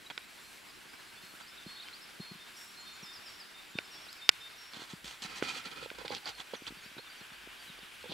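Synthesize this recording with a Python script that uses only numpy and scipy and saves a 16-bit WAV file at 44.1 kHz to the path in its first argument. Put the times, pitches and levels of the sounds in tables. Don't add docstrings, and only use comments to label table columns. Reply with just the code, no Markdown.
import sys
import numpy as np
from scipy import signal
from scipy.io import wavfile
from scipy.ndimage import uniform_filter1d

SR = 44100
rng = np.random.default_rng(int(sys.argv[2]) if len(sys.argv) > 2 else 0)


def unload_wav(signal):
    wavfile.write(
        sys.argv[1],
        SR,
        np.round(np.clip(np.atleast_2d(signal).T, -1, 1) * 32767).astype(np.int16),
    )


def gain_from_db(level_db):
    decades = np.asarray(level_db, float) / 20
    return 10 ** decades


N = 358533

# (time [s], peak [dB], left-right [dB], brightness [dB per octave])
SNAPS = [(0.1003, -30.5, -1, -2), (0.107, -42, -1, -3), (0.177, -22.5, -8, 3), (3.7863, -21.5, -5, -4),
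         (4.29115, 4.5, -14, 13), (4.734, -34, -15, 6), (5.044, -43, -7, 6), (5.221, -30, 0, 19),
         (5.424, -21.5, -7, -9), (5.9015, -32, -9, -2), (6.0795, -28, -7, 7), (6.1483, -26.5, -3.0, 14),
         (6.275, -29, -4, 17), (1.885, -34, -1, 2), (4.128, -38.5, -1, 31), (5.0782, -32, -13, 15),
         (5.492, -28, -3, 16), (5.985, -42, -3, 27), (6.292, -33.5, -3, 27), (6.308, -40, -3, 8),
         (8.011, -44, -4, 18), (8.028, -42, -2, 20)]
# (lowest [Hz], highest [Hz])
FAST_FALL_HZ = (4500, 7150)


def evened(x):
    return x / np.sqrt(np.mean(x ** 2) + 1e-20)


def read(points, hz):
    f, value = np.transpose(points)
    return np.interp(np.log(hz + 1), np.log(f + 1), value)


def add(mix, s, sound, pan_db):
    part = mix[:, round(s * SR):][:, :np.shape(sound)[-1]]
    part += sound[..., :part.shape[1]] * gain_from_db([[pan_db / 2], [-pan_db / 2]])


def below(x, edge_hz):
    taps = signal.firwin(511, edge_hz, window=("kaiser", 9), fs=SR)
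    return signal.oaconvolve(x, taps[None], "same")


def snaps():
    # (pitch [Hz], level [dB], time to fall 60 dB [s])
    housing_modes = [(910, -32, 0.046), (1480, 12, 0.021), (1990, 9.5, 0.019), (2360, 20.5, 0.0105),
                     (2900, 17.5, 0.0096), (3314, 25, 0.004), (3690, 12.5, 0.011), (4420, 16.5, 0.0059),
                     (4995, 9.5, 0.01), (5450, -6, 0.01), (6740, -7, 0.01), (7730, -16.5, 0.017),
                     (8980, -32, 0.016), (12600, -21, 0.0014)]
    mix, t = np.zeros((2, N)), np.arange(1300) / SR
    hz, mode_db, t60 = np.transpose(housing_modes)[:, :, None]
    lean_hz = [600, 1000, 1500, 2500, 4500, 7000, 12000]
    lean = np.interp(np.log(hz), np.log(lean_hz), [1.5, 2.4, 1.7, .5, .1, 0, 1.3])
    spreads = rng.uniform(-1, 1, (len(SNAPS), 2, len(hz), 1))
    for (s, db, pan_db, tilt_db), spread in zip(SNAPS, spreads):
        soft = np.clip(-db / 20, 0, 1.3)
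        rings = gain_from_db(mode_db + tilt_db * np.log2(hz / 3000) - 60 * t / t60)
        rings *= 1 - np.exp(-t / (0.00017 + .0002 * soft))
        rings *= 1 + .9 * np.exp(-t / .0007)
        turn = 2 * np.pi * hz * (1 + .012 * spread[0]) * t + 1.3 * soft * spread[0]
        pair = []
        for side in (1, -1):
            shift = side * .12 * np.minimum(lean, 1) * spread[1]
            pair.append((rings * gain_from_db(side * pan_db * lean / 2) * -np.sin(turn + shift)).sum(0))
        pair = np.array(pair)
        add(mix, s + 0.00065, gain_from_db(db) * pair / abs(pair.mean(0)).max(), 0)
    return mix


def ring(x, modes):
    t = np.arange(2200) / SR
    body = 0
    for hz, width_hz, db in modes:
        swell = width_hz ** 1.5 * t * np.exp(-1.55 * np.pi * width_hz * t)
        body = body + gain_from_db(db) * swell * np.sin(2 * np.pi * hz * t)
    return signal.oaconvolve(x, body[None], axes=1)[:, :N]


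def rubs():
    # (pitch [Hz], width [Hz], level [dB])
    shell = [
        [(500, 250, .1), (300, 220, -5), (900, 400, -5)],
        [(830, 70, 3), (650, 600, -7)],
    ]
    grip = [
        [(1345, 105, 4.5), (1020, 200, -8), (2250, 300, -6), (2470, 80, 5)],
        [(1504, 240, 3.2), (1130, 370, 1), (2150, 540, 1.5)],
    ]
    panels = [
        [(3485, 630, 1.5), (4100, 490, -3.5)],
        [(4465, 460, 1.5), (3980, 350, -2), (3100, 1230, 5), (5230, 1100, -9)],
    ]
    skin_hiss = [[(5550, 2950, 26), (7150, 530, 6.0), (9100, 3000, -6), (12000, 4300, -3)]] * 2
    # (left-right [dB]), then (left-right likeness [0-1])
    part_pan_db = [0, -8, -3, 0.5]
    part_likeness = [.4, .5, .8, .93]
    # (time [s], shell [0-1], grip [0-1], panels [0-1])
    finger = [(4.75, 0.3, 0.86, 0.046), (5.15, .4, 0.63, 0.37), (5.22, 0.31, 0.44, 0.94),
              (5.3, 0.29, 0.41, 0.97), (5.55, 0.15, 0.14, 0.78), (5.88, 0.04, .04, 0.39),
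              (5.98, .05, 0.8, .4), (6.13, 0.58, 0.86, 0.56), (6.24, 1, .98, .98), (6.35, 1, 0.88, 0.62),
              (6.42, 0.47, 0.83, 0.33), (6.6, 0.043, 0.69, 0.078), (8.1, 0.19, 0.27, .03)]
    # (time [s], length [s], level [dB], weight [0-1])
    brushes = [
        (.1025, 0.0045, -54.5, 0.76),
        (.78, 0.01, -69, 0.93),
        (.85, 0.015, -69, 1),
        (.932, 0.0073, -63.5, 0.92),
        (1.345, 0.0057, -64, 0.6),
        (1.4, 0.013, -57.5, 0.57),
    ]
    slides = [(4.734, 0.065, -54.5, 0.5), (4.79, 0.067, -54, 0.33), (4.889, 0.047, -54.5, 0.24),
              (5.044, 0.071, -54, 0.058), (5.091, 0.078, -58.5, 0.25), (5.221, 0.028, -48.5, .01),
              (5.24, 0.035, -50.5, 0.49), (5.278, 0.088, -54, 0.66), (5.35, 0.054, -50.5, 0.12),
              (5.425, 0.062, -47, 0.67), (5.469, 0.07, -47, 0.43), (5.533, 0.082, -48, 0.43),
              (5.636, .02, -57, .6), (5.652, 0.029, -51.5, 0.7), (5.706, 0.029, -54, 0.76),
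              (5.749, 0.063, -55.5, 0.87), (5.805, 0.067, -53, 0.7), (6.374, 0.029, -56.5, 0.43),
              (6.396, 0.021, -51, 0.48), (5.945, 0.011, -63, 1), (6.665, 0.0057, -48, 0.47),
              (6.677, 0.0084, -48.5, 0.51), (6.538, 0.01, -64, 0.54)]
    shifts = [(5.984, 0.045, -54.5, 1.2), (6.048, 0.017, -52, 1.23), (6.079, 0.023, -54, .01),
              (6.105, 0.044, -47.5, 1.16), (6.141, 0.042, -50, 0.011), (6.243, 0.017, -57, 1),
              (6.21, 0.048, -61.5, 1.05), (6.256, 0.057, -45.5, 0.93), (6.534, 0.017, -50.5, 1.1),
              (6.977, 0.01, -55.5, 1.2), (7.205, 0.012, -62, 0.4), (8.036, 0.036, -59, 0.75),
              (8.078, 0.18, -47.5, 0.27)]
    # (shell [dB], grip [dB], panels [dB], skin hiss [dB])
    brush_mix = [
        (-38, -6, 0, 4),
        (6, 9, 0, -17),
    ]
    slide_mix = [
        (-23, -6, 0, -3),
        (2.5, 3.5, 0, -15),
    ]
    shift_mix = [
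        (-4.5, -26, 0, -29),
        (-2.5, -2.5, 0, -18.5),
    ]

    slips = rng.standard_normal((2, N)) * gain_from_db(1.6 * rng.exponential(1, N))
    slips *= rng.random(N) < 12000 / SR
    wobble = gain_from_db(1.1 * evened(uniform_filter1d(rng.standard_normal(N), 300)))
    touch_s, *places = np.transpose(finger)
    places = places + places[-1:]
    places = [np.clip(np.interp(np.arange(N) / SR, touch_s, place), 0, 1) for place in places]
    strokes = []
    for rows, (light, full) in ((brushes, brush_mix), (slides, slide_mix), (shifts, shift_mix)):
        for s, length, db, weight in rows:
            strokes.append((s, length, db + np.add(light, weight * np.subtract(full, light))))

    mix = np.zeros((2, N))
    for k, part in enumerate([shell, grip, panels, skin_hiss]):
        pressure, back = np.zeros((2, N)), places[k]
        for s, length, db in strokes:
            u = np.linspace(0, 1, round((length + 0.013) * SR))
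            by_snap = min(abs(s - row[0]) for row in SNAPS) < .004
            rise = 0.014 if by_snap else 0.21
            press = np.clip(u / rise, 0, 1) * np.clip((1 - u) / 0.52, 0, 1)
            add(pressure, s - .001, gain_from_db(db[k]) * press, part_pan_db[k])
        same = np.clip(part_likeness[k], 0, 1)
        right = same * slips[0] + np.sqrt(1 - same ** 2) * slips[1]
        drive = np.array([slips[0], right]) * wobble
        for modes, share in zip(part, (1 - back, back)):
            rung = ring(drive * pressure * np.sqrt(share), modes)
            mix += gain_from_db(3.0) * rung / np.std(ring(drive[:, :SR], modes))
    return mix


def thuds():
    # (time [s], peak [dB], length [s])
    hooves = [(1.235, -55, 0.0085), (1.663, -44, 0.0097), (2.199, -37, 0.0084), (2.314, -41.5, 0.008),
              (2.352, -51, 0.01), (3.029, -46, 0.0075), (3.754, -37, 0.0047), (4.935, -38.5, 0.0063),
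              (5.043, -49.5, 0.0084), (5.222, -49.5, 0.0063), (5.249, -44, 0.0086), (6.77, -52.5, 0.0066),
              (6.861, -51, 0.0048), (6.977, -55, 0.008), (7.212, -50.5, 0.0077), (7.698, -47, 0.0054),
              (8.095, -42.5, 0.0077)]
    # (time [s], peak [dB], length [s])
    knocks = [(5.564, -46, 0.0048), (5.826, -44.5, 0.0076), (5.86, -40.5, 0.0046), (5.916, -38, 0.0017),
              (5.985, -46, 0.0076), (6.015, -43.5, .0054), (6.05, -37, 0.0037), (6.106, -33.5, 0.0032),
              (6.124, -46, 0.016), (6.536, -32.5, 0.0042), (6.992, -47, 0.0061), (8.042, -43, 0.0046),
              (8.056, -46, 0.0093), (8.119, -39, 0.002)]
    # (time [s], peak [dB], pitch [Hz])
    taps = [(0.1784, -46, 430), (0.775, -54, 383), (1.339, -51.5, 314), (1.662, -47, 330),
            (3.787, -39, 334), (4.068, -47, 746), (4.292, -32, 398), (4.77, -43.5, 260), (4.795, -49, 274),
            (4.82, -46, 316), (5.425, -23, 377), (6.621, -45, 265), (6.706, -43, 263), (6.722, -45, 238),
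            (6.968, -44.5, 302), (7.439, -54, 258), (7.474, -46, 322), (.1025, -39.5, 905),
            (.105, -50, 710), (.108, -38, 1400), (.113, -45, 805), (.116, -52, 480), (6.915, -54, 250),
            (6.983, -45, 298), (7.318, -50.5, 199), (7.68, -59, 180), (7.79, -50, 420), (7.829, -51, 194)]
    # (time [s], peak [dB], pitch [Hz], length [s])
    ticks = [(3.7877, -22, 2730, 0.00065), (.1787, -32.5, 4640, 0.00058), (.105, -42.5, 3280, .006),
             (6.182, -40, 4300, .002), (6.352, -45, 4600, .002), (7.792, -47, 4750, 0.0018),
             (6.258, -33, 4620, 0.0023), (6.0996, -41, 4600, 0.0034), (6.6685, -33, 3100, .0015),
             (6.679, -35, 4600, .0015), (3.788, -33, 2300, .003), (3.7875, -37, 5000, .0015),
             (3.788, -38, 620, .003), (6.404, -38, 3440, .002), (5.24, -37, 4100, .003),
             (5.5, -35.5, 2470, 0.0037)]
    hoof_hz, knock_hz, tap_cycles = 185, 490, 0.98
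    pushes = [(s, db, hoof_hz, length) for s, db, length in hooves]
    pushes += [(s, db, knock_hz, length) for s, db, length in knocks]
    pushes += [(s, db, hz, tap_cycles / hz) for s, db, hz in taps]
    pushes += ticks
    mix = np.zeros((2, N))
    for (s, db, hz, length), phase in zip(pushes, rng.random(len(pushes))):
        u = np.arange(round(5 * length * SR)) / SR / length
        shape = 3.24 * u * np.e * np.exp(-2.6 * u)
        turn = 2 * np.pi * hz * length * u
        push = shape * np.sin(turn)
        if hz < 1500:
            push += 0.34 * shape ** 2 * np.sin(1.83 * turn + 2 * np.pi * phase)
        pan_db = np.interp(hz, [180, 500, 2500], [1.5, -7, -2.5])
        add(mix, s - .001, -gain_from_db(db) * push, pan_db)
    return mix


def slide(s, length, start_hz, end_hz, db):
    if end_hz > start_hz:
        share = .56
    elif FAST_FALL_HZ[0] < start_hz < FAST_FALL_HZ[1]:
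        share = .62
    else:
        share = .35
    return s, length, start_hz, start_hz + share * (end_hz - start_hz), end_hz, db


def songs():
    # (time [s], length [s], pitch [Hz], level [dB])
    whistles = [(.124, .025, 5450, -62), (.435, .065, 4220, -60), (.74, .035, 5450, -64),
                (.935, .04, 5220, -63), (.89, .06, 4930, -63), (.685, .02, 5050, -63),
                (1.42, .025, 4690, -60), (1.46, .03, 4570, -63), (1.15, .07, 4400, -63),
                (1.215, .15, 4320, -62.5), (1.075, .05, 4200, -64), (1.475, .042, 5200, -59),
                (1.585, .018, 3560, -53), (1.628, .01, 3560, -56), (1.815, .06, 4300, -62),
                (1.72, .03, 3740, -61), (6.77, .04, 4590, -63), (7.16, .04, 4580, -63),
                (1.665, .145, 4320, -53), (1.856, .031, 3100, -54), (2.01, .045, 5210, -57),
                (2.2, .15, 4290, -54), (2.54, .05, 5080, -61), (2.765, .21, 4260, -56),
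                (3.118, .03, 5030, -57), (3.27, .06, 3330, -62), (3.95, .05, 3440, -58),
                (4.11, .033, 5070, -55), (4.9, .08, 4680, -64), (6.315, .075, 4250, -59),
                (6.565, .018, 5900, -58), (7.335, .012, 4300, -60)]
    # (time [s], level [dB])
    phrases = [
        (2.2, -58.5),
        (2.865, -53.5),
        (3.545, -54),
        (4.213, -50.5),
    ]
    # (time after the start [s], length [s], pitch [Hz], level over the phrase [dB])
    low_notes = [
        (0, .068, 3640, 0),
        (.195, .088, 3635, 1),
    ]
    # (time after the start [s], length [s], pitch [Hz], level [dB])
    high_note = (.394, .125, 5535, -59)
    slur = (.366, .034, 5730, -57)
    # (first time [s], every [s], length [s], pitch [Hz])
    far_note = (6.6, .247, .055, 4690)
    far_db = [-63, -61, -58, -64, -62]
    # (time [s], length [s], pitch at start [Hz], level [dB])
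    falls = [(2.795, .039, 7330, -60), (2.925, .042, 7290, -58), (3.025, .055, 6020, -53),
             (3.13, .06, 6020, -53), (3.26, .045, 5520, -50), (3.395, .051, 5520, -52.5),
             (3.7, .03, 7290, -62), (3.83, .05, 7420, -68), (3.935, .05, 5550, -58),
             (4.04, .045, 5520, -61), (4.15, .05, 5780, -64), (6.545, .03, 6900, -59),
             (7.18, .03, 6300, -63)]
    # (time [s], length [s], pitch at start [Hz], at end [Hz], level [dB])
    rises = [(.065, .012, 3750, 4050, -51.5), (.965, .022, 3850, 4200, -61), (.995, .03, 4250, 3900, -59),
             (.7, .015, 5050, 4500, -61), (6.81, .035, 6800, 6450, -63), (6.835, .035, 5800, 5150, -63),
             (6.835, .018, 4400, 4150, -57), (7.062, .025, 3750, 3250, -57), (7.205, .028, 4300, 4050, -56),
             (7.673, .03, 3980, 3800, -53.5), (7.7, .02, 3750, 3400, -57), (1.645, .025, 3050, 3250, -59),
             (1.84, .015, 3700, 3300, -59), (1.17, .075, 3400, 3800, -59), (1.253, .015, 3800, 3500, -61),
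             (1.565, .008, 3700, 3750, -58), (1.578, .007, 3800, 3850, -54), (1.766, .013, 3330, 3850, -52),
             (1.787, .013, 3720, 3330, -52), (1.8, .008, 3380, 4150, -50), (1.808, .015, 3900, 3380, -50),
             (1.827, .009, 4450, 3650, -53), (1.837, .007, 3750, 3540, -54), (3.065, .05, 5230, 4970, -55),
             (.215, .04, 3700, 4050, -61), (1.969, .007, 5000, 3500, -59), (7.81, .03, 3800, 3200, -60),
             (1.51, .045, 3480, 3730, -57), (1.688, .03, 3420, 3650, -59), (1.925, .043, 3580, 5230, -52.5),
             (3.845, .027, 5020, 5360, -56), (4.085, .03, 3630, 5050, -50), (4.245, .027, 5050, 5500, -58),
             (4.4, .03, 5000, 5430, -58), (6.983, .01, 3900, 4000, -53), (6.996, .016, 4150, 4350, -52)]

    steady = list(whistles)
    for s, db in phrases:
        steady += [(s + after, length, hz, db + over) for after, length, hz, over in low_notes]
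        steady.append((s + high_note[0], *high_note[1:]))
    first_s, every_s, far_length, far_hz = far_note
    steady += [(first_s + k * every_s, far_length, far_hz, db) for k, db in enumerate(far_db)]
    notes = []
    for s, length, hz, db in steady:
        end_hz = hz * (1.012 if hz > 5400 else .997)
        notes.append((s, length, hz * .992, hz, end_hz, db))
    after, short, high_hz, soft_db = slur
    for s, _ in phrases:
        notes.append(slide(s + after, short, high_hz, high_hz - 8000 * short, soft_db))
    for s, length, hz, db in falls:
        hz_per_s = -24000 if FAST_FALL_HZ[0] < hz < FAST_FALL_HZ[1] else -17500
        notes.append(slide(s, length, hz, hz + length * hz_per_s, db))
    return notes + [slide(*row) for row in rises]


def birds():
    direct = np.zeros((2, N))
    notes = songs()
    for (s, length, *hz, db), (beat, phase) in zip(notes, rng.random((len(notes), 2))):
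        u = np.linspace(0, 1, round((length + 0.0068) * SR))
        pitch = np.polyval(np.polyfit([0, .5, 1], hz, deg=2), u)
        if length > .12 and hz[1] < 4400:
            pitch *= 1 - .025 * np.exp(-u * length / .012)
        waver = 1 + .3 * np.sin(2 * np.pi * ((8 + 12 * beat) * length * u + phase))
        fade_s = min(.016, .3 * length + .002)
        fade = np.clip(np.minimum(u, 1 - u) * (length + .012) / fade_s, 0, 1)
        note = np.sin(2 * np.pi * np.cumsum(pitch) / SR) * waver * fade * gain_from_db(-6 * u)
        add(direct, s - .004, gain_from_db(db + 5.0) * note, -.6)
    t = np.arange(SR // 2) / SR
    trees = rng.standard_normal((2, len(t))) * (rng.random((2, len(t))) < .15)
    trees *= gain_from_db(-60 * t / .8) * (t > .02)
    echoes = signal.oaconvolve(direct, trees / np.linalg.norm(trees[0]), axes=1)[:, :N]
    return direct + gain_from_db(-8) * echoes


def wash():
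    # (time [s], level [dB])
    leaves = [(0.0, -51), (1.0, -50.5), (1.79, -49.5), (3.7, -49), (4.62, -48.5), (5.09, -51), (5.43, -46),
              (5.8, -50), (6.5, -50), (7.83, -49), (8.13, -50.5)]
    # (pitch [Hz], level [dB per Hz])
    colour = [(15, -40), (25, -7.5), (130, -6.5), (350, -3), (516, -6), (1130, -1), (2450, 0), (4740, -5),
              (6740, -14), (10700, -13.5), (16000, -22.5)]
    # (pitch [Hz], likeness [0-1])
    likeness = [(25, .8), (60, 0.6), (180, 0.016), (550, 0.0044), (1650, 0.61), (4970, 0.92), (15000, 0.96)]
    # (time [s], half length [s], level [dB])
    gusts = [
        (0.498, 0.13, 2),
        (1.29, 0.11, 2),
        (2.622, 0.1, 4.5),
        (7.65, 0.033, 4),
        (7.946, 0.045, 1),
    ]
    # (pitch [Hz], width [Hz], before [dB], after [dB])
    pocket = [(1540, 180, 2.7, 6), (2500, 630, 0.075, 3.5), (3240, 470, 0.25, 4.5), (4830, 1000, 0.075, -3),
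              (7540, 460, 4.7, 0.5)]

    frames, hz = N // 256 + 5, np.fft.rfftfreq(1024, 1 / SR)
    a, b, c, d, patches = rng.standard_normal((frames, 513, 5)).T
    patches = evened(uniform_filter1d(uniform_filter1d(patches, 12, 0), 10, 1))
    flicker = evened(uniform_filter1d(rng.standard_normal(frames), 6))
    t, (s, level_db) = np.arange(frames) * 256 / SR, np.transpose(leaves)
    middle = np.interp(t, s, level_db - np.mean(level_db))
    high = sum(db * np.exp(-((t - at) / half) ** 2) for at, half, db in gusts)
    rows_hz = hz[:, None]
    to_high = np.clip((rows_hz - 5000) / 1500, 0, 1)
    swell_db = to_high * high + (1 - to_high) * np.clip(rows_hz / 900, 0, 1) * middle
    moved = np.clip((t - 7) / 4.3 + .5, 0, 1)
    for peak_hz, width, before_db, after_db in pocket:
        bump = np.exp(-((rows_hz - peak_hz) / width) ** 2)
        swell_db = swell_db + bump * (before_db + moved * (after_db - before_db))
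    same = np.clip(read(likeness, hz), -1, 1)[:, None]
    left = a + 1j * b
    z = np.array([left, same * left + np.sqrt(1 - same ** 2) * (c + 1j * d)])
    z *= gain_from_db(read(colour, hz)[:, None] + swell_db + 1.0 * patches + 0.77 * flicker)
    noise = signal.istft(z, nperseg=1024, noverlap=768)[1][:, :N]
    return gain_from_db(-52) * evened(noise)


def sways():
    # (time [s], level [dB], pitch [Hz], half length [s])
    swells = [
        (5.068, -62, 54.6, .04),
        (5.3, -70, 50, .08),
        (5.83, -71, 57.7, 0.087),
        (6.0, -64, 50, .06),
        (6.37, -69, 52.2, .08),
        (6.71, -65, 45, .05),
        (7.45, -70, 50, .12),
        (7.79, -69, 42.2, .05),
        (8.03, -68, 85, 0.046),
    ]
    t, mix = np.arange(N) / SR, np.zeros(N)
    for s, db, hz, half in swells:
        mix += gain_from_db(db + 3) * np.exp(-((t - s) / half) ** 2) * np.sin(2 * np.pi * hz * t)
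    return mix


def hum():
    # (multiple of the turning rate [times], level [dB])
    orders = [(4, -88), (5, -83), (6, -80), (8, -80), (10, -79), (12, -86)]
    motor_hz, end_s, whine_hz, whine_db = 37.5, 4.35, 9700, -85.5
    t = np.arange(N) / SR
    starts = rng.random(len(orders))
    tone = np.zeros((2, N))
    for side, lag in enumerate((0, .25)):
        for (k, db), start in zip(orders, starts):
            tone[side] += gain_from_db(db + 7.5) * np.sin(2 * np.pi * (k * motor_hz * t + start + lag))
    whine = gain_from_db(whine_db) * np.sin(2 * np.pi * whine_hz * t)
    return tone * np.clip((end_s - t) / 0.37, 0, 1) + whine


def scene():
    knee = 0.52
    edge_hz, snap_edge_hz = 15780, 16500
    jolts = thuds() + snaps() + below(rubs(), edge_hz)
    over = np.maximum(abs(jolts) - knee, 0)
    jolts = jolts - np.sign(jolts) * (over - (1 - knee) * np.tanh(over / (1 - knee)))
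    jolts = signal.sosfilt(signal.butter(3, 95, "high", fs=SR, output="sos"), jolts)
    return below(wash() + sways() + hum() + birds(), edge_hz) + below(jolts, snap_edge_hz)


def roll_off(x):
    return signal.sosfilt(signal.butter(12, 17080, fs=SR, output="sos"), x)


def record(dry):
    duck_s, hold_s, duck_hz, treble_left = 4.3015, .012, 2600, .1
    t = np.arange(N) / SR
    dropped = 1. * (t > duck_s) * (t < duck_s + hold_s)
    duck = (1 - treble_left) * uniform_filter1d(dropped, size=40)
    x = np.clip(dry, -1, 1)
    x = x - duck * (x - below(x, duck_hz))
    return roll_off(x)


dry = scene()
out = record(dry)
unload_wav(out)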